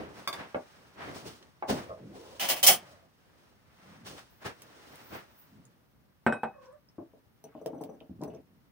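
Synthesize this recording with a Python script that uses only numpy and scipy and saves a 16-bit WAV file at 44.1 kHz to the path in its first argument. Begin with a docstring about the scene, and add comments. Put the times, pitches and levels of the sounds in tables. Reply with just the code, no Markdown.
"""A small kitchen, a phone on the table. Someone rises, opens a drawer and rattles out a spoon, sits down again,
taps the spoon on a full tin, rubs it past the rim and lets soft kernels drop into a glass bowl.
Clothes, chair and slippers rustle and rumble over a quiet room: all of these are shaped noise.
Struck things are sums of fading tones with a thud of noise; drawer and rim are rough, gliding tones.
Tiny clicks and pops add juice, skin and cloth; most sources also get a short echo from the walls."""
import sys
import numpy as np
from scipy import signal
from scipy.fft import rfft, irfft, next_fast_len
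from scipy.io import wavfile
from scipy.ndimage import uniform_filter1d

SR = 44100
rng = np.random.default_rng(int(sys.argv[2]) if len(sys.argv) > 2 else 0)


def file_out(sig):
    """Save sig as 16-bit WAV at sys.argv[1]."""
    # one column per channel
    cols = np.atleast_2d(sig).T
    # limit, then scale
    lim = np.clip(cols, -1, 1)
    pcm = np.round(lim * 32767).astype(np.int16)
    wavfile.write(sys.argv[1], SR, pcm)


def gain_from_db(level_db):
    """Convert decibel levels to linear amplitude factors (20 dB per decade)."""
    decades = np.asarray(level_db, float) / 20
    return 10 ** decades


N = 384375
T = np.arange(N) / SR  # time of every sample [s]

# tone of the quiet room: (frequency [Hz], relative level per Hz [dB])
ROOM_TONE = [(15, -56), (30, -26), (55, -5.5), (130, -3.5), (230, -8), (300, -13), (450, -18.5),
             (1000, -24.5), (2750, -38.5), (6000, -49.5), (13500, -29.5), (16500, -40.5)]
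ROOM_DB = -66
# how the microphone port colours sound: (frequency [Hz], gain [dB])
PORT_TONE = [(5800, -0.5), (6750, -5), (7500, -5), (10000, -0.5), (12000, -7), (13700, -6.5), (14500, 5),
             (15500, 7.5), (16200, -7), (16600, -27)]
ECHO_T60_LOW_S, ECHO_T60_HIGH_S = 0.18, 0.061  # time for the echo to fall by 60 dB

# how much the cook moves about, as a steady rustle: (time [s], level [dB])
STIR = [(0, -61), (.75, -60.5), (.92, -63), (1.36, -62), (1.55, -68.5), (2.75, -59.5), (2.9, -57.5),
        (3.08, -71.5), (3.45, -66), (3.78, -75), (4.4, -68.5), (4.62, -60), (5.0, -55), (5.28, -65.5),
        (5.5, -67.5), (5.9, -75)]
STIR_TREBLE_DB, STIR_RUMBLE_DB = -4.5, -4  # over the rubbing
# slippers, chair and drawer catching suddenly:
# (peak time [s], level [dB], fall [s], treble over rubbing [dB], rumble over rubbing [dB])
JOLTS = [(.005, -47.5, 0.082, -16, 6.5), (.345, -42.5, 0.056, -9.5, -5.5), (0.4, -40.5, 0.051, -23, -3.5),
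         (1.163, -48.5, 0.064, 1, 5.5), (1.274, -51.5, 0.057, 4, 8), (1.705, -37, 0.042, 2.5, 6),
         (1.78, -44, 0.063, -7, 4.5), (4.071, -49, 0.074, 3, 1.5), (4.432, -49, 0.012, -10, -9),
         (4.467, -34.5, 0.026, -9.5, -7.5)]
JOLT_RISE_S = 0.012
# cloth sweeping over cloth and wood:
# (peak time [s], level [dB], fall [s], treble over rubbing [dB], rumble over rubbing [dB])
SWISHES = [(0.197, -50, 0.059, -6, 2), (1.026, -42, 0.059, -18.5, -8.5), (1.093, -46.5, 0.076, -9.5, 4),
           (2.169, -60, 0.043, 1.5, 12.5), (2.329, -61.5, 0.2, 4, -0.5), (3.924, -58, 0.27, -7.5, -13.5),
           (4.187, -47.5, 0.026, -6.5, -45.5), (5.151, -41.5, 0.046, -12.5, -1.5),
           (6.641, -63.5, 0.039, -5, -3)]
SWISH_RISE_SHARE = 0.53  # rise as a share of the fall
# tone of the rustling treble: (frequency [Hz], relative level per Hz [dB])
RUSTLE_TONE = [(1500, -28), (2800, 0.5), (6000, -1), (9500, -5.5), (13000, -17.5), (16500, -11.5)]
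# dull bumps through table and floor: (peak time [s], level [dB])
BUMPS = [(2.72, -50.5), (3.92, -56), (4.09, -53.5), (5.0, -82), (5.6, -56), (8.259, -46.5), (8.53, -63)]
BUMP_RISE_S, BUMP_FALL_S = 0.067, 0.085
# fine hiss at the very top while the cook settles: (time [s], level [dB])
FINE_HISS = [(4.3, -71), (4.491, -80), (4.779, -79), (5.169, -57.5), (5.266, -86), (5.396, -58.5),
             (5.6, -93)]

# lid of the tin touching the bowl: (time [s], level [dB], contact [ms])
LID_TAPS = [(0.275, -17, 0.12), (0.328, -27, 0.15)]
# tones of the lid: (frequency [Hz], relative level [dB], time to fall 60 dB [s])
LID_MODES = [(1117, 18, 0.018), (1624, 2, 0.095), (2230, 11, 0.015), (3550, 12.5, 0.035), (4743, 8, 0.07),
             (6320, -10, 0.23), (8600, -15, 0.079), (11860, -20, 0.079), (15200, -12, .08)]
# spoon on the full tin: (time [s], level [dB], contact [ms])
TIN_TAPS = [(6.2645, -6.5, 0.08), (6.324, -15.5, 0.035), (6.354, -40, 0.28), (6.433, -16.5, 0.11)]
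# tones of the tin: (frequency [Hz], relative level [dB], time to fall 60 dB [s])
TIN_MODES = [(130, -9, 0.084), (230.7, 13, 0.037), (477, 2, 0.045), (590, -12, 0.17), (853, 16, 0.028),
             (1176, -12, 0.076), (1535, 11.5, 0.041), (1484, -23.5, 0.47), (2075, -12, 0.018),
             (2542, -11.5, 0.41), (3110, -13, .05), (3430, -20.5, .06), (3840, -25, .25), (5512, -20, 0.11),
             (7360, -20, 0.1), (8000, -10, .09), (8900, -23.5, 0.22), (9415, -24, 0.16)]

# knocks on drawer and table: (time [s], level [dB], main pitch [Hz], time to fall 60 dB [s])
KNOCKS = [(0.545, -21, 581, 0.01), (1.624, -21.5, 837, 0.033), (1.696, -19, 603, 0.012),
          (1.71, -24.5, 239.5, 0.045), (2.696, -30, 597, 0.022), (4.453, -52, 900, 0.023),
          (8.095, -36.5, 101.7, 0.031)]
# tones of a wooden panel: (multiple of main pitch [ratio], relative level [dB])
WOOD_MODES = [(.25, -12.5), (.62, -8), (1.001, 5.5), (1.549, -9), (2.1, -9.5), (2.6, -4)]

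# small wet and dry ticks: (time [s], level [dB], centre frequency [Hz])
TICKS = [(1.427, -45.5, 3220), (4.6198, -35.5, 6000), (4.957, -39, 11000), (5.6524, -46.5, 7670),
         (6.6568, -53, 5880), (6.727, -58, 8300), (6.887, -54.5, 5330), (7.44, -44, 6100),
         (7.661, -28, 11530), (7.813, -45, 7000), (7.8373, -38, 9350), (8.004, -46.5, 2820),
         (8.2155, -46, 6040), (8.236, -37, 9300), (8.348, -53.5, 6050)]
TICK_OCTAVES, TICK_OCTAVES_PER_DB, FAINT_TICK_DB = 0.41, 1, -46.5  # a harder tick is wider

# drawer groaning on its runners: (time [s], hollow resonance [Hz], level [dB])
GROAN = [(1.885, 623.4, -55), (1.905, 604, -37.5), (1.97, 563.4, -59), (2.02, 207.5, -48),
         (2.09, 225, -48.5), (2.17, 424.2, -54), (2.33, 507.4, -55), (2.78, 605, -75), (2.87, 650, -61),
         (3.06, 616, -68.5)]

# cutlery jostling: (time [s], level [dB], rattle length [s], brightness [0-1])
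RATTLES = [(2.396, -21, 0.08, 0.28), (2.4868, -12.5, 0.039, 0.6), (2.56, -28, 0.041, 0.53),
           (2.6288, -5, 0.025, 0.79), (2.6654, 1, 0.021, 0.9), (2.6803, -1.5, 0.013, 0.5),
           (2.6913, -10, 0.041, 0.8)]
# tones of the steel: (frequency [Hz], relative level [dB], time to fall 60 dB [s])
CUTLERY_MODES = [(2970, 6, 0.039), (3060, 7.5, 0.05), (4214, -7.5, 0.1), (5527, 3.5, 0.074),
                 (7750, -4, 0.07), (8900, -2, .09), (9550, -0.5, 0.09), (12300, 1.5, 0.1),
                 (14580, 0, 0.092), (15300, -1.5, 0.09)]
# tone of the clicks between the pieces: (frequency [Hz], relative level per Hz [dB])
CLASH_TONE = [(180, -18.5), (400, -17.5), (720, -7.5), (1200, -12.5), (2600, -6), (3120, -3.5), (3700, -11),
              (6000, -10.5), (10000, -16), (16500, -11)]
# side of the cutlery: (frequency [Hz], left over right [dB])
CUTLERY_SIDE = [(2400, 0), (4400, 3.5), (8100, -6), (14000, 1)]
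STEEL_DB, STEEL_DB_PER_BRIGHT = -49.5, 21.5  # brighter clashes ring the steel more

# spoon squeaking along the rim: (time [s], slip rate [Hz], level [dB])
SQUEAK = [(6.531, 590, -57), (6.6, 524.5, -60.5), (6.69, 517, -57.5), (6.74, 607, -62), (6.762, 564, -66)]

# kernels landing in the bowl: (time [s], level [dB])
KERNELS = [(6.982, -32.5), (7.133, -48), (7.44, -42.5), (7.55, -37.5), (7.614, -35.5), (7.659, -25.5),
           (7.731, -34.5), (7.808, -30), (7.89, -38), (8.01, -42), (8.208, -35.5), (8.222, -29),
           (8.279, -34), (8.364, -49.5)]
# lesser kernels tumbling in showers: (start [s], end [s], level [dB])
SHOWERS = [(7.67, 7.928, -44), (8.224, 8.34, -46)]
SHOWER_PER_S = 35
# tones of the air in the bowl: (frequency [Hz], relative level [dB], time to fall 60 dB [s])
BOWL_AIR_MODES = [(275.5, -3.5, 0.08), (333, -11.5, 0.097), (437, -8.5, 0.11), (537, -8, 0.07),
                  (717, -10, 0.028), (800, -28, 0.076), (920, -14, 0.03)]
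# kernels and drops that strike bare glass: (time [s], level [dB])
GLASS_PINGS = [(7.441, -46.5), (7.614, -58), (7.659, -64), (7.81, -50.5), (7.89, -61.5), (8.234, -54),
               (8.277, -53)]
# tones of the glass: (frequency [Hz], relative level [dB], time to fall 60 dB [s])
GLASS_MODES = [(5960, 12, 0.096), (8270, 4, 0.092), (8900, 8, .08), (15100, 5, 0.087)]
LESSER_PING_DB = -22.5  # glass ring of a lesser kernel, under its thud

# juice crackling between the kernels: (start [s], end [s], highest level [dB])
CRACKLE = [(7.448, 7.6, -57), (7.654, 7.95, -63), (8.213, 8.37, -57)]
CRACKLE_PER_S = 90


def band(x, lo_hz, hi_hz, order=2):
    """Keep only the sound between two frequencies (Butterworth band-pass)."""
    edges = [lo_hz, min(hi_hz, 0.45 * SR)]
    return signal.sosfilt(signal.butter(order, edges, "band", fs=SR, output="sos"), x)


def high_pass(x, hz, order):
    """Take away the bass below a frequency."""
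    return signal.sosfilt(signal.butter(order, hz, "high", fs=SR, output="sos"), x)


def low_pass(x, hz, order):
    """Take away the sound above a frequency."""
    return signal.sosfilt(signal.butter(order, hz, fs=SR, output="sos"), x)


def unit(x):
    """Scale to rms 1."""
    return x / np.sqrt(np.mean(x ** 2))


def colour(x, points):
    """Shape the tone of a sound by (frequency [Hz], gain [dB]) points."""
    hz, db = np.transpose(points)
    size = next_fast_len(x.shape[-1])
    f = np.arange(size // 2 + 1) * SR / size + 1
    gain = gain_from_db(np.interp(np.log(f), np.log(hz + 1), db))
    return irfft(rfft(x, size) * gain, size)[..., :x.shape[-1]]


def add(out, s, sound):
    """Mix a sound in at a time."""
    i = int(s * SR)
    out[..., i:i + sound.shape[-1]] += sound[..., :N - i]


def grit(shape, spread_db):
    """Noise of uneven grains: chance makes some of them louder."""
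    return rng.standard_normal(shape) * gain_from_db(spread_db * np.minimum(rng.exponential(size=shape), 5))


def stereo(x, lag, left_db):
    """A near source: the left port hears it lag samples late and left_db louder than the right."""
    late = np.interp(np.arange(N) - lag, np.arange(N), x)
    return np.array([late * gain_from_db(left_db / 2), x * gain_from_db(-left_db / 2)])


def wide(likeness, lag, spread_db):
    """Two channels of grit that share a part; likeness is the shared power, 0 to 1."""
    n = grit((3, N), spread_db)
    likeness = np.clip(likeness, 0, 1)
    return np.sqrt(likeness) * stereo(n[0], lag, 0) + np.sqrt(1 - likeness) * n[1:]


def flicker(rate_hz, db):
    """Quick random level changes as gain; db is their spread before smoothing."""
    k = int(SR / rate_hz)
    steps = np.repeat(rng.standard_normal(N // k + 1), k)
    return gain_from_db(db * uniform_filter1d(steps, k // 2)[:N])


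def swell(s, db, rise, fall):
    """Power of a rub that swells to its peak and dies away."""
    growing = np.exp(-((T - s) / rise) ** 2)
    dying = np.exp(-np.abs(T - s) / fall * 2)
    return gain_from_db(db) ** 2 * np.where(T < s, growing, dying)


def echoes(x):
    """Walls of a small kitchen: a dense tail, shorter in the treble; long bass waves reach both ports alike."""
    t = np.arange(int(0.4 * SR)) / SR
    n = rng.standard_normal((3, len(t))) * (1 - np.exp(-t / 0.0065))
    low = band(n[0], 60, 450, order=1) + band(n[1:], 550, 840, order=1)
    high = band(n[1:], 1200, 18000, order=1)
    tail = low * 1000.0 ** (-t / ECHO_T60_LOW_S) + high * 1000.0 ** (-t / ECHO_T60_HIGH_S)
    tail = tail / np.sqrt(np.sum(tail ** 2, axis=1, keepdims=True))
    return signal.oaconvolve(x[None], tail, axes=1)[:, :N]


def ring(modes, contact_ms, scatter_db, blur, rise_ms, dense=(-40, 9000, 0.03)):
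    """Modes struck at a new spot by a soft contact, each beating with two weaker neighbours; peak 1.
    dense = (level [dB], top [Hz], time to fall 60 dB [s]) of the many lesser modes that blur into a thud."""
    hz, db, t60 = np.transpose(np.repeat(modes, 3, axis=0))[:, :, None]
    t = np.arange(int(0.45 * SR)) / SR
    chance = rng.standard_normal((3, len(hz), 1))
    beside = (np.arange(len(hz)) % 3 > 0)[:, None]  # true for the two neighbours of each mode
    gain = gain_from_db(db + scatter_db * chance[0] - 8.1 * beside) * np.sign(chance[1])
    tones = np.sin(2 * np.pi * hz * (1 + blur * beside * chance[2]) * t)
    y = np.sum(gain * tones * 1000.0 ** (-t / t60), axis=0)
    push = t * np.exp(-t / (max(contact_ms, 0.01) / 4000))  # a longer contact dulls the treble
    y = signal.fftconvolve(y, push[:400])[:len(t)]
    dense_db, top_hz, dense_t60 = dense
    thud = unit(band(rng.standard_normal(len(t)), 120, top_hz, order=4)) * 1000.0 ** (-t / dense_t60)
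    onset = 1 - np.exp(-(t * 1000 / rise_ms) ** 2)
    y = (y / np.abs(y).max() + gain_from_db(dense_db) * thud) * onset
    return y / np.abs(y).max()


def rub(table, partials):
    """Rough friction through a moving resonance; partials = (multiple [ratio], level [dB], width [Hz])."""
    s, hz, db = np.transpose(table)
    phase = 2 * np.pi * np.cumsum(np.interp(T, s, hz)) / SR
    out = 0
    for k, gain_db, width_hz in partials:
        # slow noise roughens each partial, spreading it into a band
        a, b = low_pass(rng.standard_normal((2, N)), width_hz / 2, 2)
        out = out + gain_from_db(gain_db) * unit(a * np.cos(k * phase) + b * np.sin(k * phase))
    return out * gain_from_db(np.interp(T, s, db)) * (T > s[0]) * (T < s[-1])


def taps(events, modes, lag, echo_db, crack_db, blur, rise_ms, dense):
    """Metal taps: the object's modes and the crack of first contact."""
    out = np.zeros(N)
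    t = np.arange(600) / SR
    for s, db, contact_ms in events:
        add(out, s, gain_from_db(db) * ring(modes, contact_ms, 0.33, blur, rise_ms, dense))
        burst = rng.standard_normal(len(t)) * np.exp(-t / 0.00027)
        add(out, s, gain_from_db(db + crack_db) * band(burst, 1500, 17000, order=1))
    return stereo(out, lag, 0) + gain_from_db(echo_db) * echoes(out)


def room():
    """Quiet air and microphone hiss; the bass is partly alike left and right and wavers."""
    alike = colour(wide(0.34, 7.7, 0), ROOM_TONE)
    apart = colour(wide(0.03, 0, 0), ROOM_TONE)
    bass = low_pass(alike, 600, 1) * flicker(16, 1.5)
    treble = (apart - low_pass(apart, 600, 1)) * flicker(1, 0.73)
    return unit(bass + treble) * gain_from_db(ROOM_DB)


def layers(treble_db, rumble_db):
    """Power of rubbing, treble and rumble, as three rows beside the rubbing."""
    return gain_from_db(np.array([[0], [treble_db], [rumble_db]])) ** 2


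def movement():
    """Jolts and swishes swell and fade over a steady rustle: grainy rubbing and treble, with a low rumble."""
    power = gain_from_db(np.interp(T, *np.transpose(STIR))) ** 2 * layers(STIR_TREBLE_DB, STIR_RUMBLE_DB)
    for s, db, fall, *mix in JOLTS:
        power = power + swell(s, db, JOLT_RISE_S, fall) * layers(*mix)
    for s, db, fall, *mix in SWISHES:
        power = power + swell(s, db, SWISH_RISE_SHARE * fall, fall) * layers(*mix)
    rub_level, treble_level, rumble_level = np.sqrt(power)
    cloth = unit(band(wide(0.14, 6.6, 1.1), 400, 1990)) * rub_level * flicker(60, 0.86)
    treble = unit(colour(wide(0.28, 5.7, 2.1), RUSTLE_TONE)) * treble_level * flicker(45, 1.2)
    rumble = unit(band(wide(0.73, 14, 0.64), 85, 590)) * rumble_level * flicker(22, 3.5)
    return cloth + treble + rumble


def bumps():
    """Table and floor boards answer a bump with a dull swell of low noise."""
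    power = sum(swell(s, db, BUMP_RISE_S, BUMP_FALL_S) for s, db in BUMPS)
    return unit(band(wide(0.9, 11, 0), 100, 260)) * np.sqrt(power)


def lid_taps():
    """The tin's lid touches the bowl: thin metal gives short, bright tones."""
    return taps(LID_TAPS, LID_MODES, 5.5, -2.5, -30.0, 0.015, 0.22, (-15, 14000, 0.07))


def knocks():
    """Wooden panels: a few damped modes around each knock's own pitch."""
    out = np.zeros(N)
    for s, db, hz, t60 in KNOCKS:
        modes = [(k * hz, level_db, t60) for k, level_db in WOOD_MODES]
        add(out, s, gain_from_db(db) * ring(modes, 0.38, 0.74, 0.088, 0.6, (-6, min(3.3 * hz, 1750), 0.04)))
    return stereo(out, 11, 0) + gain_from_db(-3.5) * echoes(out)


def ticks():
    """Short clicks of juice, skin and cloth: brief bursts of noise in a band."""
    out = np.zeros(N)
    t = np.arange(900) / SR
    for s, db, hz in TICKS:
        octaves = max(TICK_OCTAVES + TICK_OCTAVES_PER_DB * (db - FAINT_TICK_DB), 0.2)
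        half = 2 ** (octaves / 2)
        click = band(rng.standard_normal(len(t)) * np.exp(-t / 0.002), hz / half, hz * half)
        add(out, s, gain_from_db(db) * click / np.abs(click).max())
    return stereo(out, 4.0, -3.5) + gain_from_db(-3.5) * echoes(out)


def drawer():
    """Wood drags on wood and sounds the hollow drawer."""
    x = rub(GROAN, [(0.96, 0, 160), (0.19, -9, 90), (2.0, -8.5, 180)])
    return stereo(x, 12.0, 0) + gain_from_db(-9.5) * echoes(x)


def cutlery():
    """Spoons and forks strike each other in swarms of clicks; each swarm rings the steel in its own way."""
    out, clash = np.zeros((2, 2, N))
    t = np.arange(int(0.2 * SR)) / SR
    for s, db, length, bright in RATTLES:
        clicks = unit(grit((2, len(t)), 4.3)) * (1 - np.exp(-t / 0.0004)) * np.exp(-(t / length) ** 2)
        bright = np.clip(bright, 0, 1)
        sharp = bright * band(clicks, 6500, 13000, order=1)
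        dull = (1 - bright) * band(clicks, 200, 7600, order=1)
        swarm = gain_from_db(db) * (sharp + dull)
        steel = signal.fftconvolve(swarm, ring(CUTLERY_MODES, 0.019, 4.0, 0.012, 0.058)[None], axes=1)
        add(clash, s, swarm)
        add(out, s, steel * gain_from_db(STEEL_DB + STEEL_DB_PER_BRIGHT * bright))
    out = out + colour(clash, CLASH_TONE) * gain_from_db(5.5)
    out = out + gain_from_db(1.5) * echoes(out[0])
    left = colour(out[0], [(hz, db / 2) for hz, db in CUTLERY_SIDE])
    right = colour(out[1], [(hz, -db / 2) for hz, db in CUTLERY_SIDE])
    return np.array([left, right])


def fine_hiss():
    """A thin, flickering hiss in the highest treble while the cook settles."""
    s, db = np.transpose(FINE_HISS)
    level = gain_from_db(np.interp(T, s, db, left=-120, right=-120))
    return unit(band(wide(0.1, 7.3, 2), 12000, 16200)) * level * flicker(28, 2)


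def tin_taps():
    """The spoon strikes the full tin: strong low tones under weaker high ones."""
    return taps(TIN_TAPS, TIN_MODES, 1, -8.0, -25.0, 0.01, 0.58, (-14, 1650, 0.11))


def squeak():
    """The spoon sticks and slips on the rim: a rough tone, its octave and a rasp above."""
    x = rub(SQUEAK, [(1, -4.5, 30.5), (2, -7.5, 120), (3, -15, 210)])
    return stereo(x, 2.1, 0) + gain_from_db(0.0) * echoes(x)


def kernels():
    """Soft thuds drive the bowl's air and the table under it; bare glass rings faintly."""
    out = np.zeros(N)
    lesser = []
    for start, end, db in SHOWERS:
        for s in np.arange(start, end, 1 / SHOWER_PER_S):
            lesser.append((s + rng.uniform() / SHOWER_PER_S, db + 3 * rng.standard_normal()))
    for s, db in KERNELS + lesser:
        add(out, s, gain_from_db(db) * ring(BOWL_AIR_MODES, 0.93, 1.1, 0.046, 0.89, (-5, 780, 0.09)))
    for s, db in GLASS_PINGS + [(s, db + LESSER_PING_DB) for s, db in lesser]:
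        add(out, s, gain_from_db(db) * ring(GLASS_MODES, 0.039, 1.4, 0.0032, 0.2))
    return stereo(out, 1.6, 4.2) + gain_from_db(-6.0) * echoes(out)


def crackle():
    """Tiny wet pops of juice: fast-fading tones at random pitch and size."""
    out = np.zeros(N)
    t = np.arange(300) / SR
    for start, end, db in CRACKLE:
        for s in np.arange(start, end, 1 / CRACKLE_PER_S):
            late, high, faint = rng.uniform(size=3)
            hz = 1100 * 2 ** (1.64 * high)
            pop = np.sin(2 * np.pi * hz * t) * np.exp(-t * hz / 2.0)
            add(out, s + late / CRACKLE_PER_S, gain_from_db(db - 8.2 * faint) * pop)
    return stereo(out, 2.0, 3) + gain_from_db(4.5) * echoes(out)


def scene():
    """All sources in the kitchen; small objects send out no deep bass."""
    background = room() + movement() + bumps() + fine_hiss()
    wood = knocks() + drawer()
    metal = lid_taps() + cutlery() + tin_taps() + squeak()
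    food = kernels() + crackle() + ticks()
    return background + high_pass(wood + metal + food, 75, 2)


def roll_off(x):
    """The treble ends steeply here."""
    return signal.sosfilt(signal.butter(12, 16960, fs=SR, output="sos"), x)


def record(dry):
    """The phone's port colours the treble; the phone cuts the deepest bass and rounds the loudest peaks."""
    coloured = colour(dry, PORT_TONE)
    mix = np.tanh(high_pass(coloured, 30, 1))
    return roll_off(mix)


dry = scene()
out = record(dry)
file_out(out)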